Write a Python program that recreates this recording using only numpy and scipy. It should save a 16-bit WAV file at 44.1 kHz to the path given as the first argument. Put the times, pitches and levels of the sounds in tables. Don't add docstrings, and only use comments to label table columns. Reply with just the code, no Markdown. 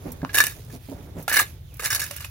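import sys
import numpy as np
from scipy import signal
from scipy.fft import rfft, irfft, next_fast_len
from scipy.io import wavfile
from scipy.ndimage import uniform_filter1d, map_coordinates

SR = 44100
rng = np.random.default_rng(int(sys.argv[2]) if len(sys.argv) > 2 else 0)


def dump(signal):
    limited = np.clip(np.atleast_2d(signal).T, -1, 1)
    pcm = np.round(limited * 32767).astype(np.int16)
    wavfile.write(sys.argv[1], SR, pcm)


def boost(x):
    u = np.asarray(x, float) / 20
    return 10 ** u


N = 101429

SKID_STARTS = [.330, .343, .370, .381, .403, .426, .438, .452, .467, .478, 1.279, 1.296, 1.324, 1.339,
               1.367, 1.390, 1.412, 1.438, 1.795, 1.82, 1.841, 1.858, 1.877, 1.902, 1.927, 1.947, 1.975,
               1.994, 2.014, 2.036, 2.107, 2.133, 2.161, 2.197, 2.245]
# pressure/dB, bare steel on concrete/dB, length/s
SKIDS = [(-32.5, -3, 0.021), (-20.5, 0.5, 0.017), (-21.5, 4, 0.016), (-21.5, -3.5, 0.013), (-21, 3, 0.011),
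         (-29.5, -13.5, 0.01), (-25, -10.5, 0.0069), (-33.5, 6, .013), (-26.5, -15.5, 0.005),
         (-38, 0, 0.048), (-27.5, -1.5, 0.019), (-29, -2.5, 0.018), (-22.5, -2.5, 0.012),
         (-23.5, 7.5, 0.028), (-21, 0, 0.027), (-20.5, 0, 0.02), (-27.5, 1.5, 0.018), (-42.5, -17.5, 0.061),
         (-35.5, 1, 0.018), (-33.5, 0.5, 0.019), (-28, 3, .014), (-27.5, 3, 0.015), (-40, 0, .025),
         (-27, 8, 0.025), (-29, 5, .019), (-23, -1, 0.017), (-37.5, -3, 0.016), (-25, 0.5, 0.02),
         (-32, 5, 0.022), (-35.5, -4, 0.046), (-38, -10, 0.016), (-49.5, -10, .01), (-39, -4.5, 0.016),
         (-39.5, -26, 0.031), (-36, -23, 0.0081)]
# start t/s, pitch ratio
STROKES = [
    (0, 1.0),
    (1, .978),
    (1.6, .982),
]
# f/Hz, width/Hz, level/dB in strokes 1, 2 and 3
BLADE = [(1195, 70, -17.5, -16.5, -18.5), (1600, 100, -6, -6.5, -5), (1725, 54.4, 2.5, 1.5, 0.5),
         (2137, 79, -12, -6.5, -8.5), (2325, 43, -15, -20, -23.5), (2928, 80, -11.5, -5.5, -9),
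         (3730, 72, -8, -12, -10.5), (4100, 36, -20, -5.5, -14), (4480, 99, -14, -17, -14),
         (5440, 77, -7.5, -22, -6.5), (6660, 82, -9.5, -25, -9), (9200, 540, -15, -13, -13),
         (10000, 284, -13, -17.5, -13), (15320, 430, -10.5, -11, -14.5)]
# f/Hz, level per Hz/dB
GRIT = [(150, -58), (250, -19), (1700, -9), (2910, -4.5), (3340, -9.5), (5440, -13.5), (8120, -5),
        (14700, -9), (16000, -40.5)]
# t/s, crack level/dB, ring level/dB, crack t60/s
CATCHES = [(.3445, -7, -28, 0.025), (.353, -13, -35, .015), (.3705, -5.5, -27, 0.019),
           (.3805, -5.5, -22, 0.017), (.3855, -6.5, -27, .02), (.403, 1.5, -9.5, 0.022),
           (.4255, -12.5, -34, 0.01), (.4388, -3, -51, 0.027), (.4676, -2, -30, 0.0092),
           (1.2796, -10, -26.5, 0.0143), (1.296, -8.5, -42, .018), (1.3245, -12, -26, 0.015),
           (1.3395, -10, -25, 0.0207), (1.359, -5.5, -22, .015), (1.3673, -5, -18, 0.023),
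           (1.3725, -5, -14.5, .012), (1.3903, -4, -22, 0.024), (1.413, -17, -29.5, 0.024),
           (1.428, -12.5, -51, .015), (1.7952, -20.5, -36.5, .015), (1.835, -15.5, -38, .018),
           (1.8495, -9, -38, 0.03), (1.858, -5.5, -24, 0.018), (1.9035, -10.5, -33, .02),
           (1.918, -13.5, -43, .018), (1.927, -14, -28, .015), (1.930, -9, -31, 0.0098),
           (1.9475, -6, -43, .014), (1.996, -12.5, -47, 0.018), (2.017, -15.5, -34, 0.028),
           (2.042, -13.5, -36, .015), (2.111, -14, -52, .018), (2.1335, -29.5, -55, .02),
           (2.163, -20.5, -46, .022), (2.1825, -28.5, -43.5, .016), (2.198, -29.5, -56, .016),
           (2.206, -25.5, -50, 0.035), (2.2465, -19.5, -60, 0.022)]
# t/s, level/dB, f/Hz, t60/s
CLODS = [(0.055, -28.5, 285, 0.089), (0.074, -33, 237, 0.25), (0.230, -22, 262, 0.088),
         (0.594, -38, 405, 0.033), (0.734, -34.5, 247, 0.14), (0.753, -30.5, 235, 0.04),
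         (0.887, -31, 266, 0.11), (0.916, -26, 266, 0.091), (.925, -30.5, 586, 0.037),
         (1.157, -41, 310, 0.049), (1.167, -30.5, 170, 0.057), (1.194, -33.5, 520, 0.03)]
# t/s, level/dB, f/Hz, t60/s
LANDINGS = [
    (.229, -23.5, 160.5, 0.079),
    (1.2792, -15.5, 757, 0.02),
    (1.795, -30.5, 463, 0.043),
    (2.109, -35, 573, 0.077),
    (2.246, -40.5, 584, 0.034),
]
# t/s, level/dB, f/Hz, t60/s
PEBBLES = [(0.2164, -33.5, 1644, 0.022), (0.2485, -9, 1020, 0.0053), (.289, -46, 2450, 0.0093),
           (0.2928, -30.5, 1663, 0.084), (.7, -46, 1716, 0.062), (1.2796, -16, 1410, 0.036),
           (1.3147, -15.5, 1754, 0.039), (1.7952, -27.5, 1250, 0.036), (1.8404, -26, 1890, 0.026),
           (2.1086, -27.5, 2820, 0.03), (2.1595, -38, 2640, 0.038), (2.2047, -32.5, 2886, 0.038),
           (2.134, -39, 2920, 0.03975), (2.2445, -24, 2530, 0.022)]
# t/s, level/dB, t60/s
CRUMBS = [(0.1187, -29.5, 0.047), (1.226, -36, 0.056), (1.7417, -38, 0.03), (1.7696, -36.5, 0.02),
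          (0.648, -44, .03), (1.2, -44.5, 0.074), (2.164, -24.5, 0.028)]
# t/s, flow level/dB, coarseness/dB
TRICKLE = [(0, -54.5, -0.5), (.07, -49.5, 15.5), (.19, -55.5, 4), (.5, -45.5, 1.5), (.68, -56, 0.5),
           (.75, -43.5, 4.5), (.79, -57, -5), (.9, -48.5, -1.5), (.93, -52, 7.5), (1.14, -60.5, 3.5),
           (1.2, -47.5, 14.5), (1.27, -58.5, -1.5), (1.5, -50, -1), (1.62, -66.5, -7.5), (1.78, -54, -3.5),
           (2.1, -42, -2.5), (2.3, -49, -9.5)]
# f/Hz, level per Hz/dB
FINE = [(530, -48), (900, -14), (2450, -6.5), (2830, -9.5), (11100, -9.5), (16000, -10)]
COARSE = [(94, -2.5), (160, 3.5), (199, -5.5), (248, -3), (594, -10.5), (2500, -29.5), (3250, -42),
          (5500, -120)]
# f/Hz, level per Hz/dB
TRAFFIC = [(12, -68.5), (20, -9.5), (113, -7.5), (146, -16), (394, -67), (442, -86.5), (1890, -61),
           (3540, -43), (5000, -61), (6500, -103.5), (11000, -120)]
HISS = [(500, -29.5), (1500, 1), (4000, -5), (12000, -4), (16000, 0)]
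# f/Hz, likeness (1 = the same)
ALIKE = [(100, .99), (600, .85), (1700, .93), (3000, .5), (10000, .1)]
FAR_ALIKE = [(60, 1), (300, 0.87), (1500, 0), (8000, 0)]
# f/Hz, level/dB
LEAN = [(200, -0.5), (600, -5), (1700, -2.5), (3000, -4), (8000, -1.5), (14000, -6)]
FAR_LEAN = [(100, 0), (600, -5), (10000, -6)]
# f/Hz, t60/s
YARD_T60 = [(300, 0.072), (2000, 0.14), (12000, 0.036)]

GRAINS_PER_S, GRAIN_SPREAD_DB, GRAIN_S = 2200, 2.6, .0010
GRIT_PATCHY_DB, RING_PATCHY_DB, RING_DB = 4, 3.2, -2
BITE_S, BITE_GAIN, BITE_FADE_S = 0.0016, 0.54, 0.004
SAG_DB_PER_S, LIFT_DB_PER_S = 136, 1500.5
BENDING_HZ = 2000
MODE_SCATTER_DB, CATCH_DULL_DB_PER_OCTAVE = 4.5, -4
TRICKLE_PATCHY_DB, LUMPY_DB, COARSE_DB = 2, 2.2, -49.5
TRAFFIC_DB, HISS_DB, YARD_DB = -40.5, -60, -12.5
BIRD_S, BIRD_LENGTH_S, BIRD_FALL_S, BIRD_DB = 1.675, .11, .03, -58
BIRD_HIGH_HZ, BIRD_LOW_HZ, BIRD_BLUR_HZ = 3900, 2350, 190
SCATTER_T60, LEFT_LEAD_S = 0.0034, .00007
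NEAR_DIP_HZ, NEAR_DIP_WIDTH_HZ, NEAR_DIP_DB = 3220, 150, -11
PORT_DIP_HZ, PORT_DIP_WIDTH_HZ, PORT_DIP_DB = 8110, 820, -7
LOW_CUT_HZ, TOP_HZ, SKIRT_DB, LIMIT = 44, 15900, -43, .9


def scrape():
    crunch, shake = np.zeros(N), np.zeros(N)
    t = np.arange(SR // 6) / SR
    for s, (pressure_db, bare_db, length) in zip(SKID_STARTS, SKIDS):
        lift_db = LIFT_DB_PER_S * np.maximum(t - length, 0)
        skid = boost(pressure_db - SAG_DB_PER_S * t - lift_db) * (1 - np.exp(-t / BITE_S))
        skid = skid * (1 + BITE_GAIN * np.exp(-t / BITE_FADE_S))
        add(crunch, s, skid)
        add(shake, s, boost(bare_db) * skid)
    rough = grains(GRAINS_PER_S, GRAIN_SPREAD_DB)
    jolts = patchy(rough, RING_PATCHY_DB, bins=2, frames=5)
    stroke_now = loading()
    ringing = np.zeros(N)
    for k in range(len(STROKES)):
        ringing += filtered(jolts * shake * (stroke_now == k), lambda hz: steel(hz, k))
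    ringing /= np.std(filtered(jolts, lambda hz: steel(hz, stroke=0)))
    grit = patchy(coloured(rough, GRIT), GRIT_PATCHY_DB, bins=9, frames=3)
    return crunch * grit + boost(RING_DB) * ringing


def catches():
    out, t = np.zeros(N), np.arange(SR // 8) / SR
    stroke_now = loading()
    grit = coloured(rng.standard_normal(N), GRIT)
    scatter = rng.standard_normal((len(CATCHES), len(BLADE), 1))
    for (s, crack_db, ring_db, t60), luck in zip(CATCHES, scatter):
        hz, width, level = modes(stroke_now[round(s * SR)])[:, :, None]
        dull_db = CATCH_DULL_DB_PER_OCTAVE * np.log2(hz / hz.min())
        luck_db = MODE_SCATTER_DB * luck * (level < level.max())
        swell_and_fade = np.exp(-np.pi * width * t) * (1 - np.exp(-t / 0.00034))
        notes = boost(level + dull_db + luck_db) * swell_and_fade * np.sin(2 * np.pi * hz * t)
        piece = grit[round(s * SR):][:len(t)]
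        add(out, s, boost(ring_db + 7.0) * notes.sum(0))
        add(out, s, boost(crack_db - 10.5 - 60 * t[:len(piece)] / t60) * piece)
    return out


def modes(stroke):
    hz, width, *levels = np.transpose(BLADE)
    pitch = np.where(hz < BENDING_HZ, STROKES[stroke][1], 1)
    return np.array([hz * pitch, width, levels[stroke]])


def steel(hz, stroke):
    answer = 0
    for k, (centre, width, db) in enumerate(modes(stroke).T):
        damping = 1j * hz * width
        answer = answer + (-1) ** k * boost(db) * damping / (centre * centre - hz * hz + damping)
    return answer


def loading():
    return np.searchsorted(np.transpose(STROKES)[0][1:], np.arange(N) / SR)


def grains(per_s, spread_db):
    chance, size = rng.random((2, N))
    starts = (chance < per_s / SR) * boost(-spread_db * np.log(size + 0.0095))
    bursts = signal.fftconvolve(starts, np.exp(-np.arange(600) / SR / GRAIN_S))[:N]
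    return (bursts + 0.22) * rng.standard_normal(N)


def soil():
    clods = knocks(CLODS, soft_s=0.00074, puff_db=-7.5, low_hz=210, tilt_hz=605)
    landings = knocks(LANDINGS, soft_s=0.0019, puff_db=-13, low_hz=400, tilt_hz=1200)
    pebbles = knocks(PEBBLES, soft_s=0.00086, puff_db=-6, low_hz=600, tilt_hz=4000)
    return clods + landings + pebbles + crumbs()


def knocks(rows, soft_s, puff_db, low_hz, tilt_hz):
    tones, puffs = np.zeros(N), np.zeros(N)
    t = np.arange(SR // 6) / SR
    for s, db, hz, t60 in rows:
        fall = boost(db - 60 * t / t60) * (1 - np.exp(-t / soft_s))
        add(tones, s, fall * np.sin(2 * np.pi * hz * t))
        add(puffs, s, fall)
    dull = filtered(rng.standard_normal(N), lambda hz: hz / (hz + low_hz) / (1 + (hz / tilt_hz) ** 4))
    return tones + boost(puff_db) * puffs * unit(dull)


def crumbs():
    ticks, t = np.zeros(N), np.arange(SR // 6) / SR
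    for s, db, t60 in CRUMBS:
        add(ticks, s, boost(db + 0.5 - 60 * t / t60))
    bright = filtered(rng.standard_normal(N), lambda hz: hz ** 4 / (hz ** 4 + 7500 ** 4))
    return ticks * unit(bright)


def trickle():
    flow_db, coarse_db = curves(TRICKLE)
    fine = patchy(coloured(grains(3200, 1.3), FINE), TRICKLE_PATCHY_DB, bins=9, frames=20)
    coarse = coloured(rng.standard_normal(N), COARSE)
    coarse_level = boost(COARSE_DB + coarse_db + LUMPY_DB * wobble(40.48))
    return boost(flow_db + wobble(34)) * fine + coarse_level * coarse


def yard(x):
    hz, t, z = signal.stft(rng.standard_normal((2, SR // 3)), SR, nperseg=256)
    fade = boost(-60 * t / along(YARD_T60, hz)[:, None])
    tail = signal.istft(z * fade, SR, nperseg=256)[1]
    late = np.pad(x, (300, 0))[None]
    return signal.fftconvolve(late, tail / np.linalg.norm(tail[0]), axes=1)[:, :N]


def bird():
    t = np.clip(np.arange(N) / SR - BIRD_S, 0, BIRD_LENGTH_S)
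    fall_hz = (BIRD_HIGH_HZ - BIRD_LOW_HZ) * np.exp(-t / BIRD_FALL_S)
    hz = BIRD_LOW_HZ + fall_hz + BIRD_BLUR_HZ * wobble(340)
    loudness = boost(BIRD_DB) * np.sin(np.pi * t / BIRD_LENGTH_S) ** .5
    return loudness * np.sin(2 * np.pi * np.cumsum(hz) / SR)


def background():
    hiss = boost(HISS_DB) * coloured(rng.standard_normal(N), HISS)
    traffic = boost(TRAFFIC_DB) * coloured(rng.standard_normal(N), TRAFFIC)
    return trickle() + hiss + traffic


def unit(x):
    return x / np.sqrt(np.mean(x ** 2) + 1e-20)


def along(points, hz):
    f, v = np.transpose(points)
    return np.interp(np.log(hz + 1), np.log(f + 1), v)


def curves(rows):
    s, *cols = np.transpose(rows)
    return [np.interp(np.arange(N) / SR, s, c) for c in cols]


def wobble(rate):
    knots = rng.standard_normal(int(N * rate / SR) + 4)
    return map_coordinates(knots, [np.arange(N) * rate / SR])


def filtered(x, response):
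    m = next_fast_len(N + SR // 2)
    return irfft(rfft(x, m) * response(np.fft.rfftfreq(m, 1 / SR)), m)[..., :N]


def coloured(x, spectrum):
    return unit(filtered(x, lambda hz: boost(along(spectrum, hz))))


def patchy(x, depth_db, bins, frames):
    z = signal.stft(x, nperseg=256)[2]
    field = uniform_filter1d(rng.standard_normal(z.shape), bins, 0)
    field = uniform_filter1d(field, frames, 1)
    return unit(signal.istft(z * boost(depth_db * unit(field)), nperseg=256)[1][:N])


def add(track, s, sound):
    part = track[round(s * SR):][:len(sound)]
    part += sound[:len(part)]


def ports(x, other, alike, lean, lead_s=0):
    def share(hz):
        turn = np.arccos(np.clip(along(alike, hz), -1, 1)) / 2
        return np.array([np.cos(turn), np.sin(turn)])

    def tilt(hz):
        level = boost(np.outer([.5, -.5], along(lean, hz)))
        return level * np.exp(np.outer([1j, -1j], np.pi * hz * lead_s))

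    mid, side = filtered(np.array([x, other]), share)
    return filtered(np.array([mid + side, mid - side]), tilt)


def dip(hz, centre, width, db):
    return boost(db * np.exp(-((hz - centre) / width) ** 2))


def scene():
    near, other = (scrape() + catches() + soil() for _ in range(2))
    bounce = rng.standard_normal(900) * boost(-60 * np.arange(900) / SR / SCATTER_T60)
    scattered = signal.fftconvolve(other, bounce / np.linalg.norm(bounce))[:N]
    far = ports(background() + bird(), background(), FAR_ALIKE, FAR_LEAN)
    close = ports(near, scattered, ALIKE, LEAN, LEFT_LEAD_S) + boost(YARD_DB) * yard(near)
    return filtered(close, lambda hz: dip(hz, NEAR_DIP_HZ, NEAR_DIP_WIDTH_HZ, NEAR_DIP_DB)) + far


def top_cut(x):
    return signal.sosfilt(signal.butter(12, 16810, fs=SR, output="sos"), x)


def record(dry):
    def band(hz):
        top = np.where(hz < TOP_HZ, 1, boost(SKIRT_DB))
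        return top * hz ** 4 / (hz ** 4 + LOW_CUT_HZ ** 4)

    x = filtered(dry, lambda hz: dip(hz, PORT_DIP_HZ, PORT_DIP_WIDTH_HZ, PORT_DIP_DB))
    limited = x / (1 + np.abs(x / LIMIT) ** 4) ** 0.31
    return top_cut(filtered(limited, band))


dry = scene()
out = record(dry)
dump(out)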